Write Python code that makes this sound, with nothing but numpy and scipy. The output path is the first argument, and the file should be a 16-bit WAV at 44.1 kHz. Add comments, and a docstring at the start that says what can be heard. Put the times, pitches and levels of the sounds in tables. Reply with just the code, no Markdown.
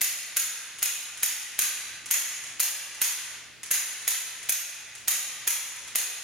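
"""Hard steel cracks ring out first: a pistol is dry-fired fourteen times in a bare, tiled room.
At each shot the sear scrapes, then the hammer strikes, bounces once, and rings modelled steel resonances.
Soft trigger ticks fall between the shots. Early echoes and a long noise tail make the room,
over faint ventilation (shaped noise) and mains hum (a sine).
The camera's gain control ducks at each blow, holds and climbs back, which draws out the tails."""
import sys
import numpy as np
from scipy import signal
from scipy.fft import rfft, irfft, next_fast_len
from scipy.io import wavfile
from scipy.ndimage import uniform_filter1d, minimum_filter1d, map_coordinates

SR = 44100
rng = np.random.default_rng(int(sys.argv[2]) if len(sys.argv) > 2 else 0)


def waveform_to_disk(signal):
    """Save audio, clipped to [-1, 1], as 16-bit WAV at the path in sys.argv[1]."""
    frames = np.transpose(np.atleast_2d(signal))
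    scaled = np.clip(frames, -1, 1) * 32767
    samples = np.round(scaled).astype(np.int16)
    wavfile.write(sys.argv[1], SR, samples)


N = 274743

# All table levels are relative: later mix gains and the gain control still act on them.
# Hammer blows: start_s, level_db, hand_jolt_db, grip_knock_db, room_wash_db (over the crack)
HAMMER_BLOWS = [(0.0143, 8.5, -48, -36.5, 9.5), (0.3687, 10.5, -47, -37.5, 8.5),
                (0.8275, 8.5, -50, -35, 10), (1.2312, 9.5, -44, -36, 8), (1.5901, 6.5, -44.5, -36, 11),
                (2.1105, 7, -44, -36, 12), (2.601, 10, -48, -34.5, 9.5), (3.0163, 6.5, -65, -36, 9.5),
                (3.712, 7.5, -47, -36.5, 11), (4.0778, 6, -53, -35, 10), (4.4938, 11, -51, -37, 7),
                (5.081, 9, -45.5, -36, 9.5), (5.4754, 8.5, -52, -36, 9), (5.9562, 9, -49, -30, 9)]
# Resonances of the slide and frame: pitch_hz, width_hz, level_db
SLIDE_MODES = [(1197, 23, -5.5), (1520, 70, -3.5), (1977, 104, 4.5), (2504, 135, 2), (2750, 88, 1),
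               (6320, 250, 2), (6670, 170, 9), (6735, 70, 13.5), (9260, 280, 4), (9580, 90, 9.5),
               (9720, 105, 11), (10740, 230, 7.5)]
# Resonances of the firing pin and hammer: pitch_hz, width_hz, level_db
PIN_MODES = [(12500, 280, 8.5), (12560, 170, 7), (13145, 55, 18.5), (14000, 150, -17), (14700, 110, -8)]
# Knock of the hollow grip: pitch_hz, width_hz, level_db
GRIP_MODES = [(650, 870, 21.5)]
# Crack of steel on steel: frequency_hz, level_db (per Hz)
CRACK_SPECTRUM = [(100, -29.5), (500, -14), (1100, -12.5), (1700, -1), (2800, -2), (4000, -3.5),
                  (4900, -4.5), (6500, 2.5), (8200, -3.5), (9700, 5.5), (11000, 4.5), (11700, -6),
                  (13000, 3), (16000, -10)]
# Jolt of the hands: frequency_hz, level_db (per Hz)
JOLT_SPECTRUM = [(25, 32.5), (150, 30), (300, 31.5), (700, 10), (4000, -3)]
# Scrape of the sear: frequency_hz, level_db (per Hz)
SEAR_SPECTRUM = [(400, -22.5), (1700, -5), (7000, -6), (14000, -11)]
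SEAR_LEAD_S, SEAR_DB = .0052, -15.5  # the sear slips just before the blow, and far softer
BOUNCE_S, BOUNCE_DB = .0025, -7.5  # the hammer's one rebound: typical delay, level
SLIDE_DB, PIN_DB = -2.3, -0.9  # how strongly every blow rings the steel parts


def steel_power(hz):
    """Power response of the struck steel: a broad crack plus the ringing slide and pin."""
    crack = amp(along(CRACK_SPECTRUM, hz)) ** 2
    slide = amp(SLIDE_DB) ** 2 * resonances(SLIDE_MODES, hz)
    pin = amp(PIN_DB) ** 2 * resonances(PIN_MODES, hz)
    return crack + slide + pin


def hold_colour(hz, depth_db=1.85, spacing_hz=110):
    """The hands damp the gun a little differently at each shot: a random power ripple over frequency."""
    knots = rng.standard_normal(1000)
    ripple = map_coordinates(knots, [hz / spacing_hz], mode="mirror")
    return amp(depth_db * ripple) ** 2


def hammer():
    """The sear scrapes free; a moment later the hammer cracks onto the slide, bounces once and jolts the grip."""
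    out = np.zeros((2, N))
    scrape = ring(lambda hz: amp(along(SEAR_SPECTRUM, hz)) ** 2)
    for start_s, level_db, jolt_db, grip_db, wash_db in HAMMER_BLOWS:
        def gun_power(hz):
            jolt = amp(jolt_db + along(JOLT_SPECTRUM, hz)) ** 2
            knock = amp(grip_db) ** 2 * resonances(GRIP_MODES, hz)
            return (steel_power(hz) + jolt + knock) * hold_colour(hz)

        gun = ring(gun_power)
        contacts = burst(t60=0.02)
        bounce_s = BOUNCE_S * rng.uniform(.7, 1.3)
        add(contacts, bounce_s, amp(BOUNCE_DB) * burst(t60=0.018))
        add(out, start_s, amp(level_db) * room(contacts, gun, wash_db))
        sear = signal.fftconvolve(scrape[None], cluster(t60=0.073), axes=1)
        add(out, start_s - SEAR_LEAD_S, amp(level_db + SEAR_DB) * sear)
    return out


# Trigger ticks, as it resets or takes up its slack: start_s, level_db
TRIGGER_TICKS = [(0.786, -20), (1.1738, -19), (1.4165, -17), (2.0589, -18.5), (2.439, -19.5),
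                 (2.9476, -21.5), (3.6321, -17.5), (4.0198, -22), (4.4291, -22.5), (4.952, -23.5),
                 (5.7595, -19.5), (5.877, -23)]
# Colour of a trigger tick: frequency_hz, level_db (per Hz)
TICK_SPECTRUM = [(300, -20), (1000, -10.5), (2000, 1), (4500, -7.5), (6700, 2), (8200, -3), (10300, 2.5),
                 (12000, -11), (16000, -20)]


def trigger(tail_db=9.5, seat_s=.0045, seat_db=-2):
    """The trigger resets or takes up its slack: a lighter, duller tick, and a second as the bar seats."""
    out = np.zeros((2, N))
    tick = ring(lambda hz: amp(along(TICK_SPECTRUM, hz)) ** 2)
    for start_s, level_db in TRIGGER_TICKS:
        contacts = burst(t60=0.0054)
        add(contacts, seat_s, amp(seat_db) * burst(t60=.005))
        add(out, start_s, amp(level_db) * room(contacts, tick, tail_db))
    return out


def burst(t60, count=6):
    """A dying flurry of contacts or echoes, of energy 1, about equally strong at all frequencies."""
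    t = np.arange(SR // 8) / SR
    x = rng.standard_normal(len(t)) * fade(t, t60)
    for _ in range(count):
        # keep only the phase, which flattens the spectrum, then tidy the decay again
        flat = irfft(np.exp(1j * np.angle(rfft(x))), len(t))
        x = flat * fade(t, 10 * t60)
    return x / np.linalg.norm(x)


def resonances(modes, hz):
    """Power response of a set of damped modes."""
    total = 0
    for centre, width, db in modes:
        detuning = (hz ** 2 - centre ** 2) / (width * hz + 1)
        total = total + amp(db) ** 2 / (1 + detuning ** 2)
    return total


def ring(power):
    """How a body with this power response rings after one sharp tap (minimum phase); energy 1."""
    size = 2 * (SR // 20)
    log_gain = np.log(power(np.fft.rfftfreq(size, 1 / SR)) + 1e-12) / 2
    cepstrum = irfft(log_gain)
    # folding the cepstrum to positive time puts the energy as early as it can be
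    x = irfft(np.exp(rfft(2 * cepstrum[:size // 2], size)))
    return x / np.linalg.norm(x)


def room(contacts, body, tail_db):
    """Contacts ring a body; the first arrivals keep their pattern, the tail only the body's colour."""
    answer = amp(tail_db) * tail()
    add(answer, 0, signal.fftconvolve(contacts[None], early(), axes=1))
    return signal.fftconvolve(body[None], answer, axes=1)


def early(near_db=3, ceiling_db=0, wall_db=-1):
    """Direct sound, the near wall and ceiling, and a slap from the far wall."""
    answer = np.zeros((2, SR // 8))
    answer[:, 0] = 1
    add(answer, .0005, amp(near_db) * cluster(t60=0.026))
    # the gun beams its treble at the surfaces ahead and above
    bright = lambda hz: amp(along([(200, -16), (2500, -2), (7000, -1)], hz))
    add(answer, .0075, amp(ceiling_db) * filtered(cluster(t60=.015), bright))
    add(answer, .0283, amp(wall_db) * filtered(cluster(t60=0.023), bright))
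    return answer


# Decay time of the tiled room: frequency_hz, t60_s
ROOM_DECAY = [(150, 1.1), (800, 1.177), (2000, 1.103), (4000, 0.96), (7000, 0.77), (10000, 0.71),
              (13000, 0.51), (16000, 0.42)]
# Colour of the room's wash: frequency_hz, level_db
WASH_COLOUR = [(100, -8), (500, -6), (1000, 0), (1700, -1.5), (4000, 2), (7000, 1), (11000, -2),
               (16000, -2)]


def tail(build_s=0.017):
    """The long wash of the tiled room, of energy 1 on the left; its treble dies first."""
    noise = diffuse(rng.standard_normal((2, SR * 5 // 4)))
    hz, t, z = signal.stft(noise, SR, nperseg=256)
    colour = amp(along(WASH_COLOUR, hz))[:, None]
    decay = fade(t, along(ROOM_DECAY, hz)[:, None])
    build = 1 - np.exp(-t / build_s)
    wash = signal.istft(z * colour * decay * build, SR, nperseg=256)[1]
    return wash / np.linalg.norm(wash[0])


def cluster(t60):
    """A tight bunch of reflections."""
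    return diffuse(np.array([burst(t60), burst(t60)]))


# Likeness of the two microphones in diffuse sound: frequency_hz, correlation (-1 to 1, no unit)
STEREO_LIKENESS = [(60, -0.25), (300, 0.39), (1300, 0.81), (2400, 0.83), (4500, 0.31), (6700, 0.28),
                   (8500, -0.32), (13000, 0.067)]


def diffuse(pair):
    """Two unrelated signals, heard as sound from all sides at two close microphones."""
    def mid_side_gains(hz):
        turn = np.arccos(np.clip(along(STEREO_LIKENESS, hz), -1, 1)) / 2
        return np.array([np.cos(turn), np.sin(turn)])

    mid, side = filtered(pair, mid_side_gains)
    return np.array([mid + side, mid - side])


# Ventilation noise: frequency_hz, level_db (per Hz)
AIR_SPECTRUM = [(25, -8), (60, -1), (150, -4), (400, -7), (1000, -13), (2000, -2), (5000, -8.5),
                (10000, -15.5), (16000, -29)]


def background(hum_hz=119.5, air_db=-54, hum_db=-69.5):
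    """Soft ventilation as shaped diffuse noise, and a mains hum as one sine."""
    noise = diffuse(rng.standard_normal((2, N)))
    air = filtered(noise, lambda hz: amp(along(AIR_SPECTRUM, hz)))
    hum = np.sin(2 * np.pi * hum_hz * np.arange(N) / SR)
    return amp(air_db) * air / np.std(air) + amp(hum_db) * hum


def gain_control(x, threshold_db, hold_s, recovery_db):
    """A level over the threshold pulls the gain down at once; after the hold it climbs back in dB a second."""
    power = np.abs(uniform_filter1d(np.mean(x ** 2, axis=0), size=SR // 400))
    needed_db = np.minimum(threshold_db - 10 * np.log10(power + 1e-12), 0)
    half = int(hold_s * SR / 2)
    # the shifted window looks back only, so each dip is held
    held_db = minimum_filter1d(needed_db, 2 * half + 1, origin=half, mode="constant")
    climb_db = recovery_db * np.arange(N) / SR
    gain_db = np.minimum.accumulate(held_db - climb_db) + climb_db
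    return x * amp(uniform_filter1d(gain_db, size=SR // 1000))


def amp(db):
    """Decibels to gain."""
    return 10 ** (np.asarray(db) / 20)


def along(points, hz):
    """(frequency_hz, value) points read on a log frequency axis."""
    f, v = np.transpose(points)
    return np.interp(np.log(hz + 1), np.log(f + 1), v)


def fade(t, t60):
    """Exponential decay by 60 dB in t60 seconds."""
    return np.exp(-np.log(1000) * t / t60)


def filtered(x, response):
    """Filter x by a gain that depends on frequency."""
    n = x.shape[-1]
    padded = next_fast_len(n + SR // 10)
    spectrum = rfft(x, padded) * response(np.fft.rfftfreq(padded, 1 / SR))
    return irfft(spectrum, padded)[..., :n]


def add(track, s, sound):
    """Mix a sound into the track at s seconds."""
    start = max(round(s * SR), 0)
    part = sound[..., :max(track.shape[-1] - start, 0)]
    track[..., start:start + part.shape[-1]] += part


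def scene():
    """The pistol in its room."""
    return hammer() + trigger() + background()


# Tilt between the microphones, the left one's gain and the right one's loss: frequency_hz, level_db
MIC_LEAN = [(100, -0.5), (500, -0.3), (2000, 0), (5000, 0), (9000, 0.3), (13000, -1)]
TOP_HZ = 15900  # nothing passes above this


def record(dry):
    """The camera's two microphones, gain control and band limit."""
    heard = filtered(dry, lambda hz: amp(np.outer([1, -1], along(MIC_LEAN, hz))))
    levelled = gain_control(heard, threshold_db=-19.5, hold_s=0.13, recovery_db=34.0)
    return filtered(amp(2) * levelled, lambda hz: hz < TOP_HZ)


dry = scene()
out = record(dry)
waveform_to_disk(out)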